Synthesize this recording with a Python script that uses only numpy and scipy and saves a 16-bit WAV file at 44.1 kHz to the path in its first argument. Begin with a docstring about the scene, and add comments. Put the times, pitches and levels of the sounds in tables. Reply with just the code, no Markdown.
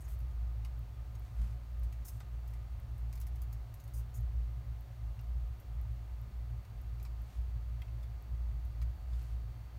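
"""A motor's throbbing hum and faint whines fill a quiet room, over dull air noise and a soft electronic hiss.
A scorpion walks in a glass terrarium: its legs scrape and tap plastic leaves, a water dish and the wall,
and its body drags through dry sand. Each touch is a burst of tiny slips that makes the thing touched
resonate, and the glass walls make it linger. The electronics tick very softly, one hollow bump passes
early on, and later the claws set the dish and the wall ringing briefly."""
import sys
import numpy as np
from scipy import signal
from scipy.fft import rfft, irfft
from scipy.io import wavfile
from scipy.ndimage import uniform_filter1d

SR = 44100
rng = np.random.default_rng(int(sys.argv[2]) if len(sys.argv) > 2 else 0)


def int16_out(signal):
    """Quantize to a 16-bit WAV file."""
    q = np.round(np.clip(np.atleast_2d(signal).T, -1, 1) * 32767)
    wavfile.write(sys.argv[1], SR, q.astype(np.int16))


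N = 431298
TIME = np.arange(N) / SR
MOTOR_HZ = 58.06   # how fast the motor turns

# Legs sliding along a leaf or the dish.
# Each row: start in seconds, length in seconds, relative level in dB, brightness in dB.
LEG_SLIDES = [(0.004, 0.021, -61.5, -7), (0.04, 0.017, -64, -5), (0.076, 0.072, -66, 8),
              (2.047, 0.052, -55, 7), (2.11, 0.072, -69, 3), (3.936, 0.02, -56.5, -3),
              (3.959, 0.044, -62.5, 8), (4.139, 0.044, -59, -5)]


def from_db(db):
    """Turn decibels into a number to multiply by."""
    return 10 ** (np.asarray(db) / 20)


def rms_one(x):
    """Scale a sound so that its average strength (rms) is 1."""
    return x / np.sqrt(np.mean(x ** 2) + 1e-30)


def add(out, s, sound):
    """Mix a short sound in, starting at s seconds."""
    at = int(np.clip(round(s * SR), 0, N - 1))
    out[at:at + len(sound)] += sound[:N - at]


def colour(x, spectrum):
    """Make some pitches louder and others softer, along a curve of (Hz, dB) points."""
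    hz, db = np.transpose(spectrum)
    bin_hz = np.maximum(np.arange(N // 2 + 1) * SR / N, 1)
    gain = from_db(np.interp(np.log(bin_hz), np.log(hz), db))
    return irfft(rfft(x) * gain, N)


def resonate(x, hz, width_hz):
    """A resonance: pitches near hz pass and the rest are weakened."""
    r = np.exp(-np.pi * width_hz / SR)
    feedback = [1, -2 * r * np.cos(2 * np.pi * hz / SR), r * r]
    return signal.lfilter([(1 - r * r) / 2, 0, (r * r - 1) / 2], feedback, x + 1e-18)


def resonances(x, modes):
    """Several steep resonances side by side, scaled so that white noise would keep its power."""
    def through(sound):
        return sum(from_db(db) * resonate(resonate(sound, hz, 1.5 * width), hz, 1.5 * width)
                   for hz, width, db in modes)
    return through(x) / np.linalg.norm(through(signal.unit_impulse(2048)))


def tone(hz):
    """A steady, pure tone with an average strength of 1."""
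    return np.sqrt(2) * np.sin(2 * np.pi * (hz * TIME + rng.random()))


def rumble(hz, width_hz):
    """Random shaking in one resonance makes a wavering pitch."""
    noise = resonate(resonate(rng.standard_normal(N + SR), hz, width_hz), hz, width_hz)
    return rms_one(noise[SR:])   # skip the second in which it builds up


def even_out(x):
    """Smooth a sound's loudness while its pitch keeps wavering."""
    power = uniform_filter1d(np.abs(signal.hilbert(x)) ** 2, size=2600)
    return rms_one(x / np.sqrt(power + .04 * power.mean()))


def motor_hum(hum_db=-1.0, shake_db=-6.0, flutter_db=-5.5, octave_db=-52.0, octave_follows=0.79):
    """The motor's tone swells and sinks, throbbing against its own rumble; a higher rumble follows."""
    # The swells of the deep hum. Each row: time in seconds, relative level in dB.
    swells = [(0.02, -40), (0.07, -37.5), (1.23, -43), (1.26, -52), (1.4, -35.5), (1.67, -45.5),
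              (1.77, -36.5), (1.96, -43), (2.83, -40.5), (2.88, -38), (3.61, -41.5), (3.67, -48),
              (4.34, -33.5), (4.88, -47.5), (5.07, -38), (5.18, -46), (5.37, -35.5), (5.5, -36.5),
              (5.61, -58.5), (5.75, -35.5), (6.23, -44.5), (6.58, -37.5), (6.64, -62), (6.74, -41.5),
              (7.21, -40), (7.31, -54), (7.37, -36.5), (8.28, -46.5), (8.31, -36.5), (8.83, -35),
              (8.96, -44), (9.07, -34.5), (9.48, -43), (9.72, -44)]
    level_db = np.interp(TIME, *np.transpose(swells))
    core = even_out(tone(MOTOR_HZ) + from_db(shake_db) * rumble(hz=60.0, width_hz=14.3))
    flutter = from_db(flutter_db) * rumble(hz=56.46, width_hz=14.5)
    low = from_db(hum_db + level_db) * (core + flutter)
    high_db = octave_db + octave_follows * (level_db - level_db.mean())
    high = from_db(high_db) * rumble(hz=112.35, width_hz=23.4)
    return signal.sosfilt(signal.butter(4, [41, 140], "band", fs=SR, output="sos"), low + high)


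def whines(buzz_db=-103, buzz_spread_db=1.5, top_hz=4528.7):
    """The motor sings at multiples of its turning rate (harmonics), among other steady tones."""
    # The clear harmonics. Each row: multiple of the turning rate, level in dB.
    harmonics = [(2, -56), (10, -90), (14, -85), (15, -86.5), (16, -86.5), (18, -86), (21, -80.5),
                 (22, -84), (23, -94), (26, -95), (28, -93), (30, -94), (47, -88.5), (71, -94)]
    # Mains hum and other tones; the low ones throb against the second harmonic.
    # Each row: pitch in Hz, level in dB.
    other_tones = [(98.95, -64), (110.2, -56.6), (120, -64), (643.3, -82), (716.7, -81.5), (1075.3, -87)]
    # The highest whine slowly grows. Each row: time in seconds, level in dB.
    top_levels = [(0, -86.5), (4, -86.5), (6, -85.5), (9.7, -82)]
    upper = np.arange(24, 78)   # these harmonics make a faint, uneven buzz
    upper_db = buzz_db + buzz_spread_db * np.clip(rng.standard_normal(len(upper)), -2, 2)
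    levels = dict(zip(upper, upper_db)) | dict(harmonics)
    steady = sum(from_db(db) * tone(multiple * MOTOR_HZ) for multiple, db in levels.items())
    steady += sum(from_db(db) * tone(hz) for hz, db in other_tones)
    return steady + from_db(np.interp(TIME, *np.transpose(top_levels))) * tone(top_hz)


def air_and_hiss(air_top_hz=5000):
    """Dull room air drones in a few resonances, and the electronics hiss above it."""
    # The room's air noise. Each row: pitch in Hz, level in dB per Hz.
    air_curve = [(20, -86.5), (40, -74.5), (80, -74), (100, -73.5), (150, -86.5), (200, -88.5), (235, -94),
                 (450, -97.5), (720, -96.5), (1400, -102.5), (2200, -105.5), (2900, -109), (4300, -111),
                 (5000, -113.5)]
    # Resonances in that noise. Each row: pitch in Hz, width in Hz, level in dB.
    air_modes = [(198.6, 17.5, -75.5), (255.3, 8.6, -81.5), (341, 110, -79.5), (560.5, 13, -80.5),
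                 (722.6, 30, -78), (1223, 18, -85), (2060, 110, -86.5)]
    # The electronic hiss. Each row: pitch in Hz, level in dB per Hz.
    hiss_curve = [(4000, -135), (5300, -115), (6700, -114.8), (7600, -118), (9400, -116.8), (10500, -122.5),
                  (11200, -119.3), (12200, -117.5), (13200, -113.5), (14300, -115.6), (16000, -116.2)]
    air, hiss = rng.standard_normal((2, N)) * np.sqrt(SR / 2)
    air = signal.sosfilt(signal.butter(6, air_top_hz, fs=SR, output="sos"), colour(air, air_curve))
    drone = sum(from_db(db) * rumble(hz, width) for hz, width, db in air_modes)
    return air + drone + colour(hiss, hiss_curve)


def grains(per_s, spread_db, size):
    """Tiny slips of uneven strength at random moments."""
    slips = rng.random(size) < per_s / SR
    direction = rng.choice([-1, 1], size)
    strength = from_db(spread_db * np.clip(rng.standard_normal(size), -2, 2))
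    return rms_one(slips * direction * strength)


def glass_echo(envelope, fade_s=0.089, echo_db=1.0):
    """Sound bouncing between the glass walls leaves a noisy tail that drops 60 dB in fade_s."""
    power_kept = from_db(-120 / (fade_s * SR))
    power = signal.lfilter([1 - power_kept], [1, -power_kept], envelope ** 2)
    return from_db(echo_db) * np.sqrt(power) * rng.standard_normal(len(envelope))


def touched_spot(sound, count=10, range_hz=(1454, 14030), width_hz=116, boost_db=6):
    """Each spot that a leg touches favours a few chance pitches; the sound keeps its energy."""
    pitches = np.exp(rng.uniform(*np.log(range_hz), count))
    rung = sound + from_db(boost_db) * sum(resonate(sound, hz, width_hz) for hz in pitches)
    return rung * np.linalg.norm(sound) / np.linalg.norm(rung)


def scrapes(levels_db, lowest_hz=5170):
    """A sliding leg catches, slips in quick grains and lets go, too light to stir low pitches."""
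    out, t = np.zeros(N), TIME[:SR // 6]
    for (s, length, *_), db in zip(LEG_SLIDES, levels_db):
        stroke = np.interp(t / length, [0, .06, .85, 1.15], [0, 1, .8, 0], right=0)
        friction = stroke * grains(per_s=4600, spread_db=4.0, size=len(t))
        add(out, s, from_db(db) * touched_spot(friction + glass_echo(stroke)))
    return signal.sosfilt(signal.butter(6, lowest_hz, "high", fs=SR, output="sos"), out)


def sand(gain_db=10.0, coarse_db=-7.0):
    """Fine sand and a few coarser crumbs roll under the body in soft swells."""
    # The body's drags. Each row: start in seconds, length in seconds, relative level in dB.
    drags = [(0.048,0.096,-79), (0.293,0.035,-82), (1.21,0.11,-83), (1.355,0.18,-77), (7.234,0.18,-79),
             (9.077,0.3,-78.5)]
    # The tone colour of sliding sand. Each row: pitch in Hz, relative level in dB.
    sand_curve = [(400, 13), (1500, 17), (4000, 11), (6500, 9.5), (9000, 7.5), (10500, 4.5), (13000, 7),
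                  (15800, -13)]
    push = sum(from_db(db) * np.exp(-(2 * (TIME - s) / length - 1) ** 2) for s, length, db in drags)
    fine = grains(per_s=5200, spread_db=3.5, size=N)
    coarse = from_db(coarse_db) * grains(per_s=540, spread_db=24.0, size=N)
    return from_db(gain_db) * push * rms_one(colour(fine + coarse, sand_curve))


def ticks(starts_s=(.1917, .7928), period_s=1.0041, pulse_db=-42.0):
    """The electronics tick twice in every period: bright blips, under a millisecond long."""
    pulses = np.zeros(N)
    for start in starts_s:
        for s in np.arange(start, N / SR, period_s):
            add(pulses, s, from_db([pulse_db]))
    return resonances(pulses, [(13700, 2400, 0)])   # pitch in Hz, width in Hz, dB


def footfalls(faint_per_s=2.5, faint_db=(-97.75, -92.75), faint_decay_s=.004):
    """List when and how the legs land: the clear taps, plus faint steps at random moments."""
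    # The clear taps; leaves are bright, the dish and the wall dull.
    # Each row: start in seconds, relative level in dB, brightness in dB, decay time in seconds.
    clear_taps = [(0.202, -69, 8, .004), (0.6483, -60, -2.5, 0.0032), (1.151, -67, 0, .005),
                  (1.8325, -64, 4, 0.0068), (1.925, -63.5, 1, .005), (2.053, -61, 7, .003),
                  (2.082, -51.5, 10, .006), (2.204, -64.5, -7.5, 0.0031), (2.476, -67, 8, .004),
                  (2.502, -72, 12, .004), (2.5355, -65, 0, 0.0036), (2.979, -73, 23, .004),
                  (3.128, -59, 3, .0033), (3.155, -62, 6, .0034), (3.176, -66, 0, 0.0036),
                  (3.201, -61, 14, .003), (3.2125, -56.5, 7, .0055), (3.2675, -60, 6, 0.0036),
                  (3.357, -65, 7, .003), (3.418, -58.5, 12, 0.0045), (3.528, -59.5, 7, 0.0023),
                  (3.7406, -61.5, 6, 0.0026), (3.8, -66, 3, .005), (3.838, -67, 6, .0044),
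                  (3.877, -66, 6, .004), (5.192, -72, -6.5, 0.0037), (5.599, -71.5, 24, .004),
                  (6.65, -72, -3, 0.0036), (6.998, -71, -6, 0.0046), (7.029, -65, 18, .0008),
                  (7.0505, -63, -3, 0.0019), (7.067, -85, -11, .002), (7.818, -72, -9, .0034),
                  (8.031, -68, -1, .004), (8.65, -72, 19, .0034), (8.815, -63.5, -4, 0.0076),
                  (9.132, -74, -7, .006)]
    count = int(faint_per_s * N / SR)
    when, strength, brightness = rng.random((count, 3)).T
    level_db = np.interp(strength, [0, 1], faint_db)
    faint = [when * N / SR, level_db, 10 * (brightness - .5), np.full(count, faint_decay_s)]
    return np.vstack([clear_taps, np.transpose(faint)])


def taps(times, decays, levels_db):
    """A claw lands with a crack that chatters out within milliseconds."""
    out, t = np.zeros(N), TIME[:SR // 8]
    for s, decay, db in zip(times, decays, levels_db):
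        crack = np.exp(-t / max(decay, .0005))
        crack /= np.sqrt(np.sum(crack ** 2) / (.008 * SR))   # as much energy as 8 ms at strength 1
        chatter = grains(per_s=12000, spread_db=3.0, size=len(t))
        add(out, s, from_db(db) * touched_spot(crack * chatter + glass_echo(crack)))
    return out


def legs(knock_db=-3.5, click_db=-7.0, fizz_db=-6.5, knock_loss=1.29, fizz_gain=0.47):
    """Taps and scrapes make things resonate; a brighter touch has less knock and more fizz."""
    # The low (knock), middle (click) and top (fizz) resonances of the things touched.
    # Each row: pitch in Hz, width in Hz, relative level in dB.
    knock_modes = [(1040, 560, 15.5), (1990, 1000, 10.5), (3330, 2100, 3.5)]
    click_modes = [(5900, 5700, 7), (6600, 840, 5.5), (7970, 1300, 2), (8950, 1000, 2.5)]
    fizz_modes = [(12200, 2100, -12.5), (13440, 1600, -7), (14400, 980, -8.5)]
    times, tap_db, tap_brightness, decays = footfalls().T
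    _, _, scrape_db, scrape_brightness = np.transpose(LEG_SLIDES)
    knock = taps(times, decays, tap_db - knock_loss * tap_brightness)
    click = taps(times, decays, tap_db) + scrapes(scrape_db)
    fizz = taps(times, decays, tap_db + fizz_gain * tap_brightness)
    fizz += scrapes(scrape_db + fizz_gain * scrape_brightness)
    return (from_db(knock_db) * resonances(knock, knock_modes)
            + from_db(click_db) * resonances(click, click_modes)
            + from_db(fizz_db) * resonances(fizz, fizz_modes))


def bump(peak_s=1.45, width_s=.06, hz=198, db=-56.5):
    """One soft, hollow bump: a low tone swells and fades."""
    swell = np.exp(-((TIME - peak_s) / width_s) ** 2)
    return from_db(db) * swell * even_out(rumble(hz, width_hz=13))


def rings():
    """Touched by a claw, the hard dish and wall ring on as pure tones that die away."""
    # Each row: start in seconds, pitch in Hz, peak level in dB, seconds to fade by 60 dB.
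    ringing_tones = [(5.19, 2790, -61, .075), (7.0505, 5550, -56, .02), (7.8195, 2080, -55, .04),
                     (7.8195, 2350, -58, .035), (7.8195, 2620, -56, .035), (7.8195, 3200, -55, .04),
                     (7.883, 2120, -65, .04), (7.883, 2620, -63, .04), (8.03, 3460, -66, .1),
                     (8.817, 4100, -55, .012), (9.132, 3460, -66, .1)]
    out, t = np.zeros(N), TIME[:SR // 4]
    for s, hz, db, fade_s in ringing_tones:
        add(out, s, from_db(db - 60 * t / fade_s) * np.sin(2 * np.pi * hz * t))
    return out


def scene():
    """Mix the animal in its tank with the room around it, in one channel."""
    animal = legs() + rings() + sand()
    room = bump() + motor_hum() + whines() + air_and_hiss()
    return (animal + room + ticks())[None]


def record(dry, cutoff_hz=15750):
    """Cut away the very highest pitches steeply."""
    return signal.sosfilt(signal.ellip(10, .1, 70, cutoff_hz, fs=SR, output="sos"), dry)


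dry = scene()
out = record(dry)
int16_out(out)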